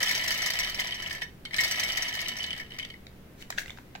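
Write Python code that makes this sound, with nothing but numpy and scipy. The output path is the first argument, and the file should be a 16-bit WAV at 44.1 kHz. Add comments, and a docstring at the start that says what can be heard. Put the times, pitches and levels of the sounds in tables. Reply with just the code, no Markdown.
"""A small gearbox spun by hand

A cast-metal gearbox is spun twice and coasts down each time. Gear teeth rattle in the ringing case,
a pawl (a sprung catch) snaps over its ratchet, and slack in the gears closes with knocks.
Then the box is turned over with a slide and a few dry clacks. The room hums quietly."""
import sys
import numpy as np
from scipy import signal
from scipy.fft import rfft, irfft
from scipy.io import wavfile

SR = 44100
rng = np.random.default_rng(int(sys.argv[2]) if len(sys.argv) > 2 else 0)


def to_wav(s):
    """Save 16-bit WAV."""
    ch = np.atleast_2d(s).T  # columns
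    pcm = np.round(np.clip(ch, -1, 1) * 32767)  # PCM
    wavfile.write(sys.argv[1], SR, pcm.astype(np.int16))


N = 176400
T = np.arange(N) / SR
RING_SAMPLES = 4096
DAMPED_T60_S = 0.01017  # a "t60" is the time a sound takes to fade by 60 dB


def from_db(db):
    """Turn decibels into a number to multiply by."""
    return 10 ** (np.asarray(db) / 20)


def unit_energy(x):
    """Scale a sound so that its channels have an average energy of one."""
    return x / np.sqrt(np.mean(np.sum(x ** 2, axis=-1)) + 1e-20)


def over_time(points, seconds):
    """Read a table of times and values, drawing straight lines between its rows."""
    return np.interp(seconds, *np.transpose(points))


def over_frequency(points, size):
    """Read a table of frequencies and values at each frequency of a spectrum."""
    hz, value = np.transpose(points)
    spectrum_hz = np.arange(size // 2 + 1) * SR / size
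    return np.interp(np.log(spectrum_hz + 1), np.log(hz), value)


def coloured(x, colour):
    """Make some frequencies louder and others softer, following a table."""
    size = x.shape[-1]
    cepstrum = irfft(np.log(from_db(over_frequency(colour, size))), size)
    # Folding onto the first half makes the filter ring after a hit, not before it.
    cepstrum[1:size // 2] *= 2
    cepstrum[size // 2:] = 0
    return irfft(rfft(x) * np.exp(rfft(cepstrum)), size)


def resonance(x, hz, width_hz):
    """Keep a narrow band of the sound around one pitch."""
    r = np.exp(-np.pi * width_hz / SR)
    feedback = [1, -2 * r * np.cos(2 * np.pi * hz / SR), r * r]
    return signal.lfilter(np.array([1, 0, -1]) * (1 - r * r) / 2, feedback, x)


def dulled(x, cutoff_hz, order=1):
    """Turn down the treble above the cutoff."""
    return signal.lfilter(*signal.butter(order, cutoff_hz, fs=SR), x)


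def dying_noise(t60, size=RING_SAMPLES):
    """A burst of stereo noise that fades away."""
    return unit_energy(rng.standard_normal((2, size)) * from_db(-60 * T[:size] / t60))


def add(out, start_s, sound):
    """Mix a sound in at the given time."""
    i = int(np.clip(start_s * SR, 0, N - 1))
    out[..., i:i + sound.shape[-1]] += sound[..., :N - i]


def room_noise():
    """A soft, steady rush whose low notes are nearly the same in both ears."""
    # Each row: frequency in Hz, relative level in dB.
    noise_colour = [(20, 2), (45, -11), (72, -1.5), (98, -8.5), (130, -3.5), (190, -4), (300, -7.5),
                    (450, -11.5), (700, -17.5), (1200, -22.5), (2000, -21.5), (4000, -30), (8000, -37),
                    (16000, -32)]
    # Each row: frequency in Hz, how alike left and right are from 0 to 1.
    ear_likeness = [(50, .99), (130, 0.93), (300, 0.84), (800, 0.31), (2000, 0)]
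    common, side = rfft(rng.standard_normal((2, N)))
    alike = over_frequency(ear_likeness, N)
    spectrum = np.sqrt(1 + alike) * common + np.sqrt(1 - alike) * side * [[1], [-1]]
    air = irfft(from_db(over_frequency(noise_colour, N)) * spectrum, N)
    return from_db(-50) * np.sqrt(N) * unit_energy(air)


def room_hum():
    """Three low, steady tones hum in the room."""
    # Each row: pitch in Hz, average level in dB.
    hum_tones = [(74.5, -61), (123, -63), (190, -62)]
    return sum(np.sqrt(2) * from_db(db) * np.sin(2 * np.pi * (hz * T + rng.random()))
               for hz, db in hum_tones)


def contact(bounce_s, bounce_db, bounces=24):
    """The force of one touch, then tiny rebounds that die down over twice bounce_s."""
    force = np.zeros(RING_SAMPLES)
    delays = (np.arange(bounces) + rng.uniform(.3, 1, bounces)) / bounces * 2
    sizes = unit_energy(rng.standard_normal(bounces) * np.exp(-delays))
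    np.add.at(force, (delays * bounce_s * SR).astype(int) + 1, from_db(bounce_db) * sizes)
    force[0] = 1
    return unit_energy(force)


def case_ring():
    """The metal case, hit at one spot, gives a brief crack and rings at its own pitches."""
    # Each row: pitch in Hz, left and right relative levels in dB, t60 in seconds,
    # how far the right ear's wave is ahead in radians.
    case_tones = [(642.2, -20, -16, 0.0327, .5), (770.4, -17.5, -19, 0.01665, 0),
                  (988.2, -14.5, -15, 0.0435, -1.25), (1325.4, -16, -14.5, 0.0193, -1.5),
                  (1701.5, -46, -7, 0.048, 2.5), (1785.5, -15.5, -4.5, 0.088, -2),
                  (1884.2, -8, -15, 0.0476, 0), (1961, -10, -28, 0.0396, -1.5),
                  (2180.4, 0, -4.5, 0.0697, 4), (2966.5, -5, -5.5, 0.0525, 2),
                  (3057.7, -4.5, -4, 0.0167, 1.5), (3281, -6.5, -16, 0.017, 2),
                  (3622.3, -14.5, -7.5, 0.064, 4), (3827, -11.5, -23.5, 0.0283, 3),
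                  (4340, -10, -11, 0.0196, -2.5), (4675, -33.5, -14, 0.0254, -5),
                  (4985, -10, -38, 0.0155, -1.92), (5581, -6.5, -7, 0.005, 4.5),
                  (5612.5, -10.5, -6.5, 0.0236, 4), (6084, -12, -21, 0.045, 1),
                  (8129, -15.5, -34, 0.038, 13), (9234, -20, -14, 0.012, -2.5),
                  (11803, -26, -12, 0.0303, -3.5), (13710, -14, -12, 0.0081, 2.5)]
    # Each row: frequency in Hz, boost or cut in dB.
    crack_colour = [(200, -4), (600, -6.5), (1200, -10), (2000, 8), (3500, -0.5), (6000, -4.5), (7500, -5),
                    (9500, -9.5), (15500, -4)]
    t, ring = T[:RING_SAMPLES], 0
    for hz, left_db, right_db, t60, lead in case_tones:
        phase = 2 * np.pi * (hz * t + rng.random()) + lead * np.array([[0], [1]])
        tone = unit_energy(np.sin(phase) * from_db(-60 * t / t60))
        ring = ring + from_db([[left_db], [right_db]]) * tone
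    crack = unit_energy(coloured(dying_noise(t60=0.0186), crack_colour))
    return unit_energy(ring) + from_db(-3.5) * crack


def struck(ring, bounce_s, bounce_db):
    """One bouncing touch sets off a ring."""
    force = contact(bounce_s, bounce_db)
    return signal.fftconvolve(ring, force[None], axes=1)[:, :RING_SAMPLES]


def tooth_hits(times, levels_db, spots=6):
    """Each meeting of teeth shakes one of several spots on the case, picked at random."""
    # Each row: frequency in Hz, boost or cut in dB.
    tooth_colour = [(200, -1), (650, 3), (1000, 1.5), (2100, 1.5), (3000, 0), (4300, 2.5), (6000, -7),
                    (9000, -4), (15500, -6.5)]
    forces = np.zeros((spots, N))
    for spot, start, db in zip(rng.integers(0, spots, len(times)), times, levels_db):
        add(forces[spot], start, from_db(db) * contact(bounce_s=.003, bounce_db=0))
    return sum(signal.oaconvolve(force[None], coloured(case_ring(), tooth_colour), axes=1)[:, :N]
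               for force in forces)


def gear_rattle():
    """Tooth after tooth meets, unevenly, slower and softer as each spin runs out."""
    # The hand's drive in each spin. Each row: time in seconds, relative level in dB.
    first_spin = [(0.0, -26), (0.03, -32.5), (0.196, -32.5), (0.64, -35.5), (0.772, -39.5), (0.784, -33.5),
                  (1.022, -40), (1.158, -40), (1.204, -47), (1.222, -30.5), (1.242, -54), (1.36, -78.5)]
    second_spin = [(1.5, -56.5), (1.55, -38.5), (1.566, -42.5), (1.596, -35.5), (1.624, -33), (2.298, -38),
                   (2.36, -41), (2.388, -41.5), (2.598, -44), (2.698, -59), (2.724, -54), (2.74, -47.5),
                   (2.802, -47.5), (3.0, -70)]
    # Each row: time in seconds, teeth meeting per second.
    gear_speed = [(0, 259.7), (.7, 193.3), (1.25, 124.3), (1.5, 130.5), (1.62, 250), (2.2, 170), (2.95, 89)]
    # The teeth keep up a ring near 3 kHz. 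Each row: time in seconds, gain of that added ring in dB.
    wheel_ring = [(0, -17), (.1, -8.5), (.35, -6), (.68, -2), (1.1, -7), (1.58, -15), (1.8, -1.5),
                  (2.3, 1.5), (2.9, -1)]
    jitter, spread_db, fast_teeth_per_s = .22, 2.0, 173.3
    rate = over_time(gear_speed, T)
    even_times = T[1:][np.diff(np.floor(np.cumsum(rate) / SR)) > 0]
    time_chance, level_chance = rng.standard_normal((len(even_times), 2)).T
    gap_s = 1 / over_time(gear_speed, even_times)
    times = even_times + jitter * gap_s * time_chance
    db = over_time([*first_spin, *second_spin], times) + spread_db * level_chance
    db += 10 * np.log10(gap_s * SR)  # so the drive sets the loudness, however far apart the hits are
    turning = (times < first_spin[-1][0]) | ((times > second_spin[0][0]) & (times < second_spin[-1][0]))
    rattle = from_db(-2) * tooth_hits(times[turning], db[turning])
    rattle += from_db(over_time(wheel_ring, T)) * resonance(rattle, hz=3002, width_hz=133.6)
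    # Slow teeth meet softly and lose their treble.
    soft = dulled(rattle, cutoff_hz=4860)
    return soft + (rattle - soft) * (rate / fast_teeth_per_s) ** 1.04


def pawl_snaps(spots=8):
    """The pawl drops off each ratchet tooth with a bright, buzzing snap on the case."""
    # Each row: start in seconds, relative level in dB.
    pawl_drops = [(0.014, -30.5), (0.0291, -14), (0.0603, -24.5), (0.0823, -20.5), (0.0915, -21),
                  (0.1113, -20.5), (0.1238, -27), (0.1499, -18.5), (0.1767, -23.5), (0.2388, -23.5),
                  (0.2789, -18.5), (0.3061, -18.5), (0.3188, -20.5), (0.341, -25.5), (0.3775, -25),
                  (0.4199, -20), (0.435, -27), (0.4606, -18.5), (0.4714, -22.5), (0.5025, -19.5),
                  (0.535, -25), (0.5546, -31), (0.5891, -21), (0.5974, -20.5), (0.632, -27),
                  (0.6458, -33.5), (0.6848, -35), (0.6967, -26), (0.7454, -26), (0.7977, -21), (0.813, -40),
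                  (0.8712, -28), (0.9449, -30.5), (1.0228, -29), (1.073, -34), (1.0974, -34),
                  (1.1117, -31.5), (1.1277, -29.5), (1.1497, -34.5), (1.2177, -48.5), (1.2302, -33.5),
                  (1.564, -23.5), (1.6053, -17.5), (1.6356, -19), (1.6464, -20), (1.6785, -25),
                  (1.7115, -19.5), (1.7215, -22.5), (1.7574, -28.5), (1.7968, -18.5), (1.8361, -21.5),
                  (1.881, -27), (1.921, -23), (1.9719, -20.5), (1.985, -42.5), (2.0228, -19.5),
                  (2.0831, -26.5), (2.091, -32.5), (2.1385, -30), (2.151, -25), (2.2044, -28.5),
                  (2.2151, -26.5), (2.2834, -24), (2.368, -28.5), (2.3868, -30), (2.4299, -30.5),
                  (2.4639, -35), (2.577, -33.5), (2.599, -37.5)]
    # Each row: frequency in Hz, boost or cut in dB.
    snap_colour = [(200, -7.5), (1000, -1.5), (2000, 5), (3000, -8.5), (4300, 10.5), (6000, 8), (9000, 4.5),
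                   (15500, 2)]
    out = np.zeros((2, N))
    rings = [coloured(case_ring(), snap_colour) for _ in range(spots)]
    for k, (start, db) in enumerate(pawl_drops):
        snap = struck(rings[k % spots], bounce_s=.008, bounce_db=5)
        add(out, start, from_db(db + 19.5) * unit_energy(snap))
    return out


def slack_knocks(spots=8):
    """Slack in the gears closes with a knock that brings out the case's tones near one pitch."""
    # Each row: start in seconds, relative level in dB, boosted pitch in Hz.
    knock_hits = [(0.0308, -28.5, 2140), (0.0724, -22, 3005), (0.0914, -22.5, 2186), (0.1087, -22.5, 2200),
                  (0.1516, -28, 2206), (0.4662, -25, 2246), (0.5891, -20.5, 2047), (0.6331, -26, 3040),
                  (0.6448, -24.5, 3130), (0.7914, -20.5, 2118), (0.7975, -29, 1920), (0.8414, -32, 2230),
                  (0.9213, -26, 3110), (1.036, -34.5, 2230), (1.0604, -29.5, 3070), (1.1082, -26.5, 1730),
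                  (1.1501, -29.5, 1790), (1.2177, -25, 1746), (1.4516, -31.5, 3233), (1.4559, -31, 3125),
                  (1.509, -36.5, 1940), (1.5328, -28, 2080), (1.5424, -22.5, 2150), (1.5834, -19, 1920),
                  (1.5894, -15.5, 2117), (1.5974, -20.5, 1770), (1.6084, -34, 2170), (1.7984, -26, 2880),
                  (1.8314, -22, 2180), (1.8995, -26, 3042), (1.9729, -23.5, 2013), (2.0228, -27.5, 2150),
                  (2.0522, -36, 2950), (2.1203, -41.5, 1780), (2.1904, -24.5, 2937), (2.2597, -26.5, 2965),
                  (2.2875, -26, 2964), (2.4038, -27, 3015), (2.4193, -33.5, 3020), (2.4399, -23.5, 2940),
                  (2.5057, -26, 2990), (2.5294, -28, 3030), (2.598, -29.5, 1727), (2.7062, -40, 2957),
                  (2.7194, -36, 3032), (2.7872, -30.5, 1920), (2.7964, -28, 3000), (2.8024, -35.5, 3040),
                  (2.827, -31, 3035), (2.8489, -34, 2930), (2.9007, -36, 3100), (2.9389, -39, 1976),
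                  (3.4236, -40.5, 2930)]
    # Each row: frequency in Hz, boost or cut in dB.
    knock_colour = [(200, -4.5), (1000, -7.5), (2000, 7.5), (3000, 3), (4300, 10.5), (6000, -3), (9000, 6),
                    (15500, -19.5)]
    out = np.zeros((2, N))
    rings = [coloured(case_ring(), knock_colour) for _ in range(spots)]
    for k, (start, db, hz) in enumerate(knock_hits):
        knock = struck(rings[k % spots], bounce_s=.003, bounce_db=5)
        knock += from_db(11) * resonance(knock, hz, width_hz=249)
        add(out, start, from_db(db + 21.5) * unit_energy(knock))
    return out


def sinking_tones():
    """A faint low tone sinks in pitch, three times."""
    # Each row: start in seconds, peak level in dB.
    tone_starts = [(0.541, -47), (1.8, -51), (3.06, -58)]
    from_hz, toward_hz, sink_s, length_s = 125.3, 26.1, 0.053, 0.272
    t = T[T < length_s]
    pitch = toward_hz + (from_hz - toward_hz) * np.exp(-t / sink_s)
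    swell = np.sqrt(np.sin(np.pi * t / length_s))
    tone = swell * np.sin(2 * np.pi * np.cumsum(pitch) / SR)
    out = np.zeros(N)
    for start, db in tone_starts:
        add(out, start, from_db(db) * tone)
    return out


def dry_clacks():
    """Loose parts clack, and the hand stops them from ringing on."""
    # Each row: start in seconds, relative level in dB, treble cutoff in Hz, boosted pitch in Hz.
    clack_hits = [(1.452, -40, 6100, 3360), (2.787, -35, 14000, 4870), (2.849, -41.5, 11810, 3082),
                  (3.068, -43, 8000, 4130), (3.424, -45.5, 4500, 3360), (3.503, -28.5, 14000, 2210),
                  (3.524, -35, 3500, 1710), (3.578, -31.5, 4000, 1920), (3.583, -21.5, 3260, 1620),
                  (3.593, -36, 5000, 2100), (3.659, -38.5, 3600, 2000), (3.680, -42, 4500, 3000),
                  (3.696, -37, 4000, 2040), (3.704, -37, 6000, 3600), (3.773, -45, 3960, 1700),
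                  (3.786, -42.5, 2400, 900), (3.951, -35, 3500, 749.2), (3.958, -40.5, 5040, 2350)]
    # Each row: frequency in Hz, boost or cut in dB.
    clack_colour = [(200, -31.5), (480, -1), (780, 8.5), (1120, 1), (1600, 11.5), (2200, 8.5), (2900, 4.5),
                    (3800, 9), (5000, 1), (7000, 6.5), (9500, -10), (15500, 3)]
    out = np.zeros((2, N))
    for start, db, cutoff_hz, hz in clack_hits:
        burst = coloured(dying_noise(DAMPED_T60_S), clack_colour)
        clack = struck(burst, bounce_s=.002, bounce_db=4)
        clack += from_db(4) * resonance(clack, hz, width_hz=575)
        clack = dulled(clack, cutoff_hz, order=2)
        add(out, start, from_db(db + 22.5) * unit_energy(clack))
    return out


def metal_slides(grains_per_s=4000):
    """Metal rubs on metal as the box is turned: tiny grains of friction swell and fade."""
    # Each row: time of the peak in seconds, relative level in dB, rise and fall times in seconds.
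    slide_swells = [(3.412, -48.5, 0.0148, 0.0204), (3.51, -48, 0.0058, 0.0207),
                    (3.589, -36, 0.00865, 0.0211), (3.68, -54.5, 0.025, 0.0754)]
    # Each row: frequency in Hz, boost or cut in dB.
    slide_colour = [(200, -15), (900, -3), (2000, 10), (3800, 8.5), (6000, 4), (8000, 1.5), (10000, -5),
                    (15500, -1.5)]
    swell = sum(from_db(db) * np.exp(-np.maximum((peak - T) / rise, (T - peak) / fall))
                for peak, db, rise, fall in slide_swells)
    catches = rng.random(N) < grains_per_s / SR
    grains = catches * rng.standard_normal(N) * np.sqrt(SR / grains_per_s)
    scrape = signal.oaconvolve((swell * grains)[None], dying_noise(DAMPED_T60_S), axes=1)[:, :N]
    return coloured(scrape, slide_colour)


def room_echo(x):
    """The small room adds a short, dull tail to a sound."""
    tail = dulled(dying_noise(t60=0.25, size=20000), cutoff_hz=6350)
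    return from_db(-7) * signal.oaconvolve(x, tail, axes=1)[:, :N]


def scene():
    """The gearbox heard up close, in its quiet room."""
    background = room_noise() + room_hum() + sinking_tones()
    box = pawl_snaps() + slack_knocks() + dry_clacks() + metal_slides() + gear_rattle()
    return box + room_echo(box) + background


def record(dry):
    """Cut off the very highest treble steeply."""
    cutoff_hz = 15850
    return signal.sosfilt(signal.ellip(12, .2, 70, cutoff_hz, fs=SR, output="sos"), dry)


dry = scene()
out = record(dry)
to_wav(out)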